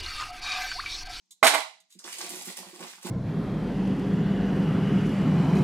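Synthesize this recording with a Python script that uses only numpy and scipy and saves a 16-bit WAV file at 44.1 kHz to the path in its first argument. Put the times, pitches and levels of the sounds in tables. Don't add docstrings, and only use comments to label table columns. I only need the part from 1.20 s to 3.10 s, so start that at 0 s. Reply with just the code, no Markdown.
import sys
import numpy as np
from scipy import signal
from scipy.fft import rfft, irfft, next_fast_len
from scipy.io import wavfile

SR = 44100
rng = np.random.default_rng(int(sys.argv[2]) if len(sys.argv) > 2 else 0)


def master(y):
    cut = np.clip(np.atleast_2d(y).T, -1, 1)
    pcm = np.round(cut * 32767)
    wavfile.write(sys.argv[1], SR, pcm.astype(np.int16))


def elevation(decibels):
    levels = np.asarray(decibels, float)
    return 10 ** (levels / 20)


N = 83790
TIME_S = np.arange(N) / SR
EDGES_HZ = 40 * 2 ** np.arange(0, 9.2, .5)

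# start_s, effort_db, cube_weight_db
DIG = [(0.70, -58.5, -64), (0.781, -73.5, -20), (0.79, -57, -19), (0.828, -81, -6.5), (0.847, -45.5, -7),
       (0.905, -42.5, -19), (0.973, -43, -17), (1.002, -41, -12.5), (1.323, -43, -14.5), (1.35, -57, -22),
       (1.376, -38.5, -17), (1.412, -52.5, -7.5), (1.52, -51.5, -14), (1.63, -44.5, -6.5),
       (1.70, -48, -20.5), (1.799, -59.5, -23), (1.864, -42, -6.5), (1.9, -45.5, -9)]
# pitch_hz, level_db, t60_s
WORKTOP = [(194.2, -4, 0.05), (234, -4.5, 0.033), (313, -8.5, 0.013), (350, -3, 0.039), (705, -9, 0.071),
           (864, -6.5, 0.025)]


def rms_one(x):
    return x / np.sqrt(np.mean(x ** 2) + 1e-30)


def at_hz(points, hz):
    point_hz, value = np.transpose(points)
    return np.interp(np.log(hz), np.log(point_hz), value)


def colour(x, points, power=1):
    size = next_fast_len(x.shape[-1] + SR // 10)
    hz = np.maximum(np.fft.rfftfreq(size, 1 / SR), 1)
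    spectrum = rfft(x, size) * elevation(power * at_hz(points, hz))
    return irfft(spectrum, size)[..., :x.shape[-1]]


def drift(rate_hz):
    r = np.exp(-80 * np.pi * rate_hz / SR)
    slow = signal.lfilter([1], [1, -2 * r, r * r], rng.standard_normal(N // 40 + 2002))
    slow = rms_one(slow[2000:])
    return np.interp(np.arange(N) / 40, np.arange(len(slow)), slow)


def band(x, k):
    sos = signal.butter(2, EDGES_HZ[k:k + 2], "band", fs=SR, output="sos")
    return signal.sosfilt(sos, x), np.sqrt(EDGES_HZ[k] * EDGES_HZ[k + 1])


def clicks(start_s, gains):
    out = np.full(N, 1e-18)
    index = np.minimum((np.asarray(start_s) * SR).astype(int), N - 1)
    np.add.at(out, index, gains)
    return out


def ring(x, hz, t60_s):
    r, w = elevation(-60 / (t60_s * SR)), 2 * np.pi * hz / SR
    return signal.lfilter([0, np.sin(w)], [1, -2 * r * np.cos(w), r * r], x)


def bursts(start_s, level_db, t60_s, spectrum):
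    rise_s, grit_db = .001, 0.5
    envelope = signal.lfilter([1], [1, -elevation(-60 / (t60_s * SR))], clicks(start_s, elevation(level_db)))
    r = np.exp(-1 / (rise_s * SR))
    envelope = signal.lfilter([1 - r], [1, -r], envelope)
    grit = rng.standard_normal(N) * elevation(grit_db * drift(180))
    return envelope * rms_one(colour(grit, spectrum))


def place(x, pan, wet_db, lag_s):
    # pitch_hz, t60_s
    kitchen = [(100, 0.17), (300, 0.19), (750, 0.33), (1400, 0.29), (2100, 0.35), (5000, 0.41),
               (12000, 0.25)]
    # pitch_hz, likeness (-1 to 1)
    likeness = [(100, .1), (500, .6), (2000, .1), (4500, -.4), (9000, .5)]
    first_echo_s, build_s = 0.00046, 0.00092
    t = np.arange(int(.7 * SR)) / SR
    white = rng.standard_normal((2, 2, len(t)))
    tail = 0
    for k in range(len(EDGES_HZ) - 1):
        (mid, side), hz = band(white[k % 2], k)
        alike = np.clip(at_hz(likeness, hz), -.95, .95)
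        pair = np.sqrt(1 + alike) * mid + np.sqrt(1 - alike) * side * [[1], [-1]]
        tail = tail + elevation(-60 * t / at_hz(kitchen, hz)) * pair
    tail = tail * (1 - np.exp(-np.maximum(t - first_echo_s, 0) / build_s))
    tail *= elevation(wet_db) / np.sqrt(np.sum(tail ** 2) / 2)
    left, right = x + signal.fftconvolve(x[None], tail, axes=1)[:, :N]
    right = np.pad(right, (round(lag_s * SR), 0))[:N]
    return np.array([colour(left, pan, power=.5), colour(right, pan, power=-.5)])


def room_floor():
    # pitch_hz, level_db per Hz
    floor_spectrum = [(60, -35.5), (185, 15.5), (250, -2.5), (340, 0), (492, -14.5), (903, -4),
                      (1250, -13.5), (6140, 0), (16000, -38)]
    hiss = rng.standard_normal((2, N)) + 0.58 * rng.standard_normal(N)
    return elevation(-79) * rms_one(colour(hiss, floor_spectrum))


def ticks():
    # start_s, peak_db
    touches = [(0.0559, -74), (0.107, -39), (0.1105, -47.5), (0.1192, -47), (0.6013, -49.5), (0.683, -75),
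               (0.695, -64), (0.704, -51.5), (0.712, -55), (0.724, -46), (0.7354, -58), (0.748, -58)]
    # pitch_hz, level_db per Hz
    tick_spectrum = [(800, -55.5), (1070, -21), (1500, -51.5), (2150, -22), (2500, -32), (3800, -2.5),
                     (5180, -17), (7000, -5), (16000, -27.5)]
    start_s, peak_db = np.transpose(touches)
    return bursts(start_s, peak_db - 8, 0.08, tick_spectrum)


def cube(bounces):
    # pitch_hz, level_db, t60_s
    hopper_modes = [(296, -8, 0.14), (446, -7.5, 0.051), (642, -2, 0.09), (714, -5.5, 0.081),
                    (825, -1, 0.036), (930.5, -9, 0.1995), (1052, -0.5, 0.03), (1150, -9, 0.07),
                    (1228, -8.5, 0.052), (1412, -3.5, 0.032), (1696, -6, 0.017), (2065, 0, .1),
                    (2297, -2, 0.082), (2460, -4.5, 0.15)]
    # pitch_hz, level_db per Hz
    crack_spectrum = [(880, -30.5), (1500, -2.5), (2400, -7), (4000, -4), (6200, -13), (8200, -9),
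                      (11500, -16), (16000, -30.5)]
    skid_s, focus_db_per_octave, strike_spread_db = 0.0006, 7, 2.5
    longest_ring_cycles, crack_t60_s = 85, 0.065
    start_s, knock_db, crack_db, focus_hz = np.transpose(bounces)
    luck = rng.standard_normal((len(start_s), len(hopper_modes), 2))
    t = np.arange(400) / SR
    fade = np.exp(-t / skid_s)
    knock = 0
    for k, (hz, level_db, t60_s) in enumerate(hopper_modes):
        skid = rng.standard_normal(len(t)) * fade + 2 * fade * np.sin(2 * np.pi * hz * t)
        skid /= abs(np.sum(skid * np.exp(2j * np.pi * hz * t)))
        strike_db = knock_db + level_db - 12.0 + strike_spread_db * luck[:, k, 0]
        strike_db = strike_db - focus_db_per_octave * abs(np.log2(focus_hz / hz))
        strikes = clicks(start_s, np.sign(luck[:, k, 1]) * elevation(strike_db))
        push = signal.fftconvolve(strikes, skid)[:N]
        knock = knock + ring(push, hz, min(t60_s, longest_ring_cycles / hz))
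    return knock + bursts(start_s, crack_db - 10, crack_t60_s, crack_spectrum)


def film():
    # pitch_hz, level_db per Hz
    film_spectrum = [(240, -29.5), (450, -5), (710, -4.5), (1100, -4.5), (1550, -12.5), (2200, -8.5),
                     (5600, -11), (8300, -10), (16000, -20.5)]
    grains_per_s, grain_spread_db, clump_db, patch_db = 1500, 4, 3, 1.3
    cubes_top_hz, cubes_db, film_db = 1870, 6.5, -2.5
    start_s, effort_db, weight_db = np.transpose(DIG)
    effort_db = np.interp(TIME_S, start_s, effort_db, left=-120)
    weight = elevation(cubes_db + np.interp(TIME_S, start_s, weight_db))
    sizes = elevation(grain_spread_db * np.minimum(rng.exponential(1, (2, N)), 5))
    sizes = sizes * rng.choice([-1, 1], (2, N))
    born = rng.random((2, N)) < grains_per_s * elevation(clump_db * drift(30)) / SR
    grains = sizes * born + 1e-18
    crackle = 0
    for k in range(6, len(EDGES_HZ) - 1):
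        patches = elevation(patch_db * drift(22.8))
        crackle = crackle + rms_one(band(grains[k % 2], k)[0]) * 2 ** (k / 4) * patches
    crackle = rms_one(colour(crackle, film_spectrum))
    cubes = signal.sosfilt(signal.butter(4, cubes_top_hz, "low", fs=SR, output="sos"), crackle)
    plastic = signal.sosfilt(signal.butter(4, cubes_top_hz, "high", fs=SR, output="sos"), crackle)
    return elevation(effort_db + film_db) * (plastic + weight * cubes)


def rumble():
    rumble_db, patch_db, weight_follow = -14.5, 4, 1.67
    start_s, effort_db, weight_db = np.transpose(DIG)
    drive_db = np.interp(TIME_S, start_s, effort_db + weight_follow * weight_db, left=-120)
    drive = elevation(rumble_db + drive_db)
    out = 0
    for hz, level_db, t60_s in WORKTOP:
        push = drive * elevation(patch_db * drift(29.76)) * rng.standard_normal(N)
        out = out + elevation(level_db) * ring(push, hz, t60_s)
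    return out


def thumps():
    # start_s, peak_db, pitch_hz
    pushes = [(0.756, -41.5, 191), (0.76, -49, 350), (0.849, -42.5, 345), (0.993, -41, 414),
              (1.037, -36.5, 350), (1.108, -38, 317), (1.139, -36.5, 358), (1.169, -39, 312),
              (1.207, -45, 212), (1.276, -30.5, 224), (1.309, -71, 210.3), (1.402, -38, 189),
              (1.467, -38.5, 183), (1.534, -40, 350), (1.606, -31, 296), (1.635, -38, 202),
              (1.73, -53, 207), (1.779, -51.5, 207), (1.851, -23, 226), (1.871, -40, 221), (1.89, -29, 208)]
    thump_db, focus_db_per_octave = -4.5, 11.5
    start_s, peak_db, pitch_hz = np.transpose(pushes)
    out = 0
    for hz, level_db, t60_s in WORKTOP[:4]:
        octaves_off = np.minimum(abs(np.log2(pitch_hz / hz)), 1)
        push_db = peak_db + thump_db + level_db - focus_db_per_octave * octaves_off
        push = clicks(start_s - .004, elevation(push_db))
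        swell = ring(ring(push, hz, t60_s), hz, t60_s)
        out = out + swell * 2 * np.e * np.log(1000) / (t60_s * SR)
    return out


def snaps():
    # start_s, peak_db, pitch_hz, t60_s
    cube_snaps = [(0.789, -28, 6240, 0.035), (0.798, -43.5, 1000, 0.048), (0.819, -38.5, 1154, 0.017),
                  (0.84, -23, 4400, 0.034), (0.849, -29, 890, 0.022), (0.853, -27, 7600, 0.021),
                  (0.877, -27.5, 1250, .04), (0.925, -21, 8200, 0.032), (0.926, -21, 3150, 0.033),
                  (0.933, -35, 8500, 0.027), (0.983, -23.5, 6000, .04), (1.006, -22.5, 1260, 0.043),
                  (1.011, -17, 4100, 0.029), (1.023, -38, 5340, 0.024), (1.039, -26, 7800, 0.033),
                  (1.057, -32, 4000, 0.043), (1.091, -18.5, 9500, 0.028), (1.096, -21, 10000, 0.02),
                  (1.102, -18, 8300, 0.018), (1.151, -27.5, 9350, .06), (1.2, -29, 7900, 0.024),
                  (1.22, -24.5, 7700, 0.037), (1.225, -33, 7700, 0.023), (1.253, -21.5, 10500, .03),
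                  (1.273, -25.5, 7900, 0.042), (1.283, -28, 2480, 0.048), (1.303, -29.5, 7000, .04),
                  (1.366, -28, 7000, 0.018), (1.369, -20.5, 10000, 0.026), (1.377, -36, 11000, 0.03),
                  (1.428, -29, 860, 0.025), (1.539, -33, 1000, 0.014), (1.606, -35, 917, 0.08),
                  (1.624, -24, 2130, 0.034), (1.644, -34, 766, 0.043), (1.671, -25.5, 2240, 0.027),
                  (1.678, -27, 4580, 0.025), (1.733, -30.5, 1510, 0.025), (1.78, -37.5, 1010, 0.027),
                  (1.829, -30.5, 8840, 0.033), (1.85, -29.5, 705, 0.022), (1.852, -26, 3550, 0.035),
                  (1.868, -23.5, 2000, 0.033), (1.868, -24.5, 8100, 0.027)]
    grit, snap_db, half_width_octaves, rise_s = 0.66, -10.5, 0.58, 0.002
    out = np.zeros(N + SR)
    t = np.arange(int(.1 * SR)) / SR
    shape = (len(cube_snaps), len(t))
    noise = rng.standard_normal(shape) * np.exp(grit * rng.standard_normal(shape))
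    for (start_s, peak_db, hz, t60_s), row in zip(cube_snaps, noise):
        edges = [hz * 2 ** -half_width_octaves, min(hz * 2 ** half_width_octaves, 15000)]
        burst = rms_one(signal.lfilter(*signal.butter(2, edges, "band", fs=SR), row))
        envelope = (1 - np.exp(-t / rise_s)) * elevation(peak_db + snap_db - 60 * t / t60_s)
        i = int(start_s * SR)
        out[i:i + len(t)] += burst * envelope
    return out[:N]


def shaded(pair):
    shade_hz, width_hz = 4240, 1300
    r = np.exp(-np.pi * width_hz / SR)
    a = [1, -2 * r * np.cos(2 * np.pi * shade_hz / SR), r * r]
    return np.array([signal.lfilter(a[::-1], a, pair[0]), pair[1]])


def scene():
    # start_s, knock_db, crack_db, focus_hz
    hits = [(.2282, 0, -12.5, 960), (.232, -3.5, -11.5, 1010), (.238, -6.5, -19, 1083),
            (.243, -12.5, -8, 1570), (.248, -7, -12, 704), (.254, -7.5, -9, 662), (.260, -11.5, -26.5, 864),
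            (.266, -5, -4, 2050), (.271, -12, -13, 2200), (.276, -14, -8.5, 2300), (.286, -17.5, -23, 2050),
            (.292, -22.5, -19.5, 2450), (.304, -21.5, -25.5, 2500), (.323, -21.5, -26, 987),
            (.335, -13.5, -21, 1015), (.339, -10.5, -19.5, 2195), (.343, -10, -14, 1965),
            (.347, -10.5, -18.5, 1000), (.353, -16, -26.5, 938), (.365, -29, -33, 993),
            (.378, -24, -25, 900), (.388, -25.5, -28, 1030), (.402, -45, -24.5, 910), (.424, -43, -36, 950)]
    # pitch_hz, level_db
    hopper_pan = [(125, -6), (500, -14), (1500, -11), (4000, -2), (8000, -7), (13000, -2.5)]
    # pitch_hz, level_db
    bag_pan = [(60, -3.5), (380, -7.5), (2380, -2.0), (15000, -3)]
    hush = room_floor()
    hopper = 0
    for k in range(3):
        hopper = hopper + place(cube(hits[k::3]), hopper_pan, -4, 0)
    fingers = place(ticks(), bag_pan, -15, 0)
    bag = place(film() + snaps(), bag_pan, -0.5, .00011)
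    worktop = place(thumps() + rumble(), bag_pan, -4.5, 0)
    return shaded(hopper + fingers) + bag + worktop + hush


def low_pass(x):
    return signal.sosfilt(signal.butter(12, 16880, fs=SR, output="sos"), x)


def record(dry):
    gate_db, gate_ratio, gate_hz = -79, 0.16, 13
    cut = signal.sosfilt(signal.butter(4, 190, "high", fs=SR, output="sos"), dry)
    cut = signal.sosfilt(signal.cheby2(12, 60, 16500, fs=SR, output="sos"), cut)
    power = signal.lfilter(*signal.butter(1, gate_hz, fs=SR), np.mean(cut ** 2, axis=0))
    level_db = 10 * np.log10(abs(power) + 1e-12)
    gate = elevation(gate_ratio * np.clip(level_db - gate_db, -20, 0))
    rounded = 0.87 * np.tanh(cut * gate / 0.8)
    mix = signal.sosfilt(signal.butter(2, 120, "high", fs=SR, output="sos"), rounded)
    return low_pass(mix)


dry = scene()
out = record(dry)
master(out)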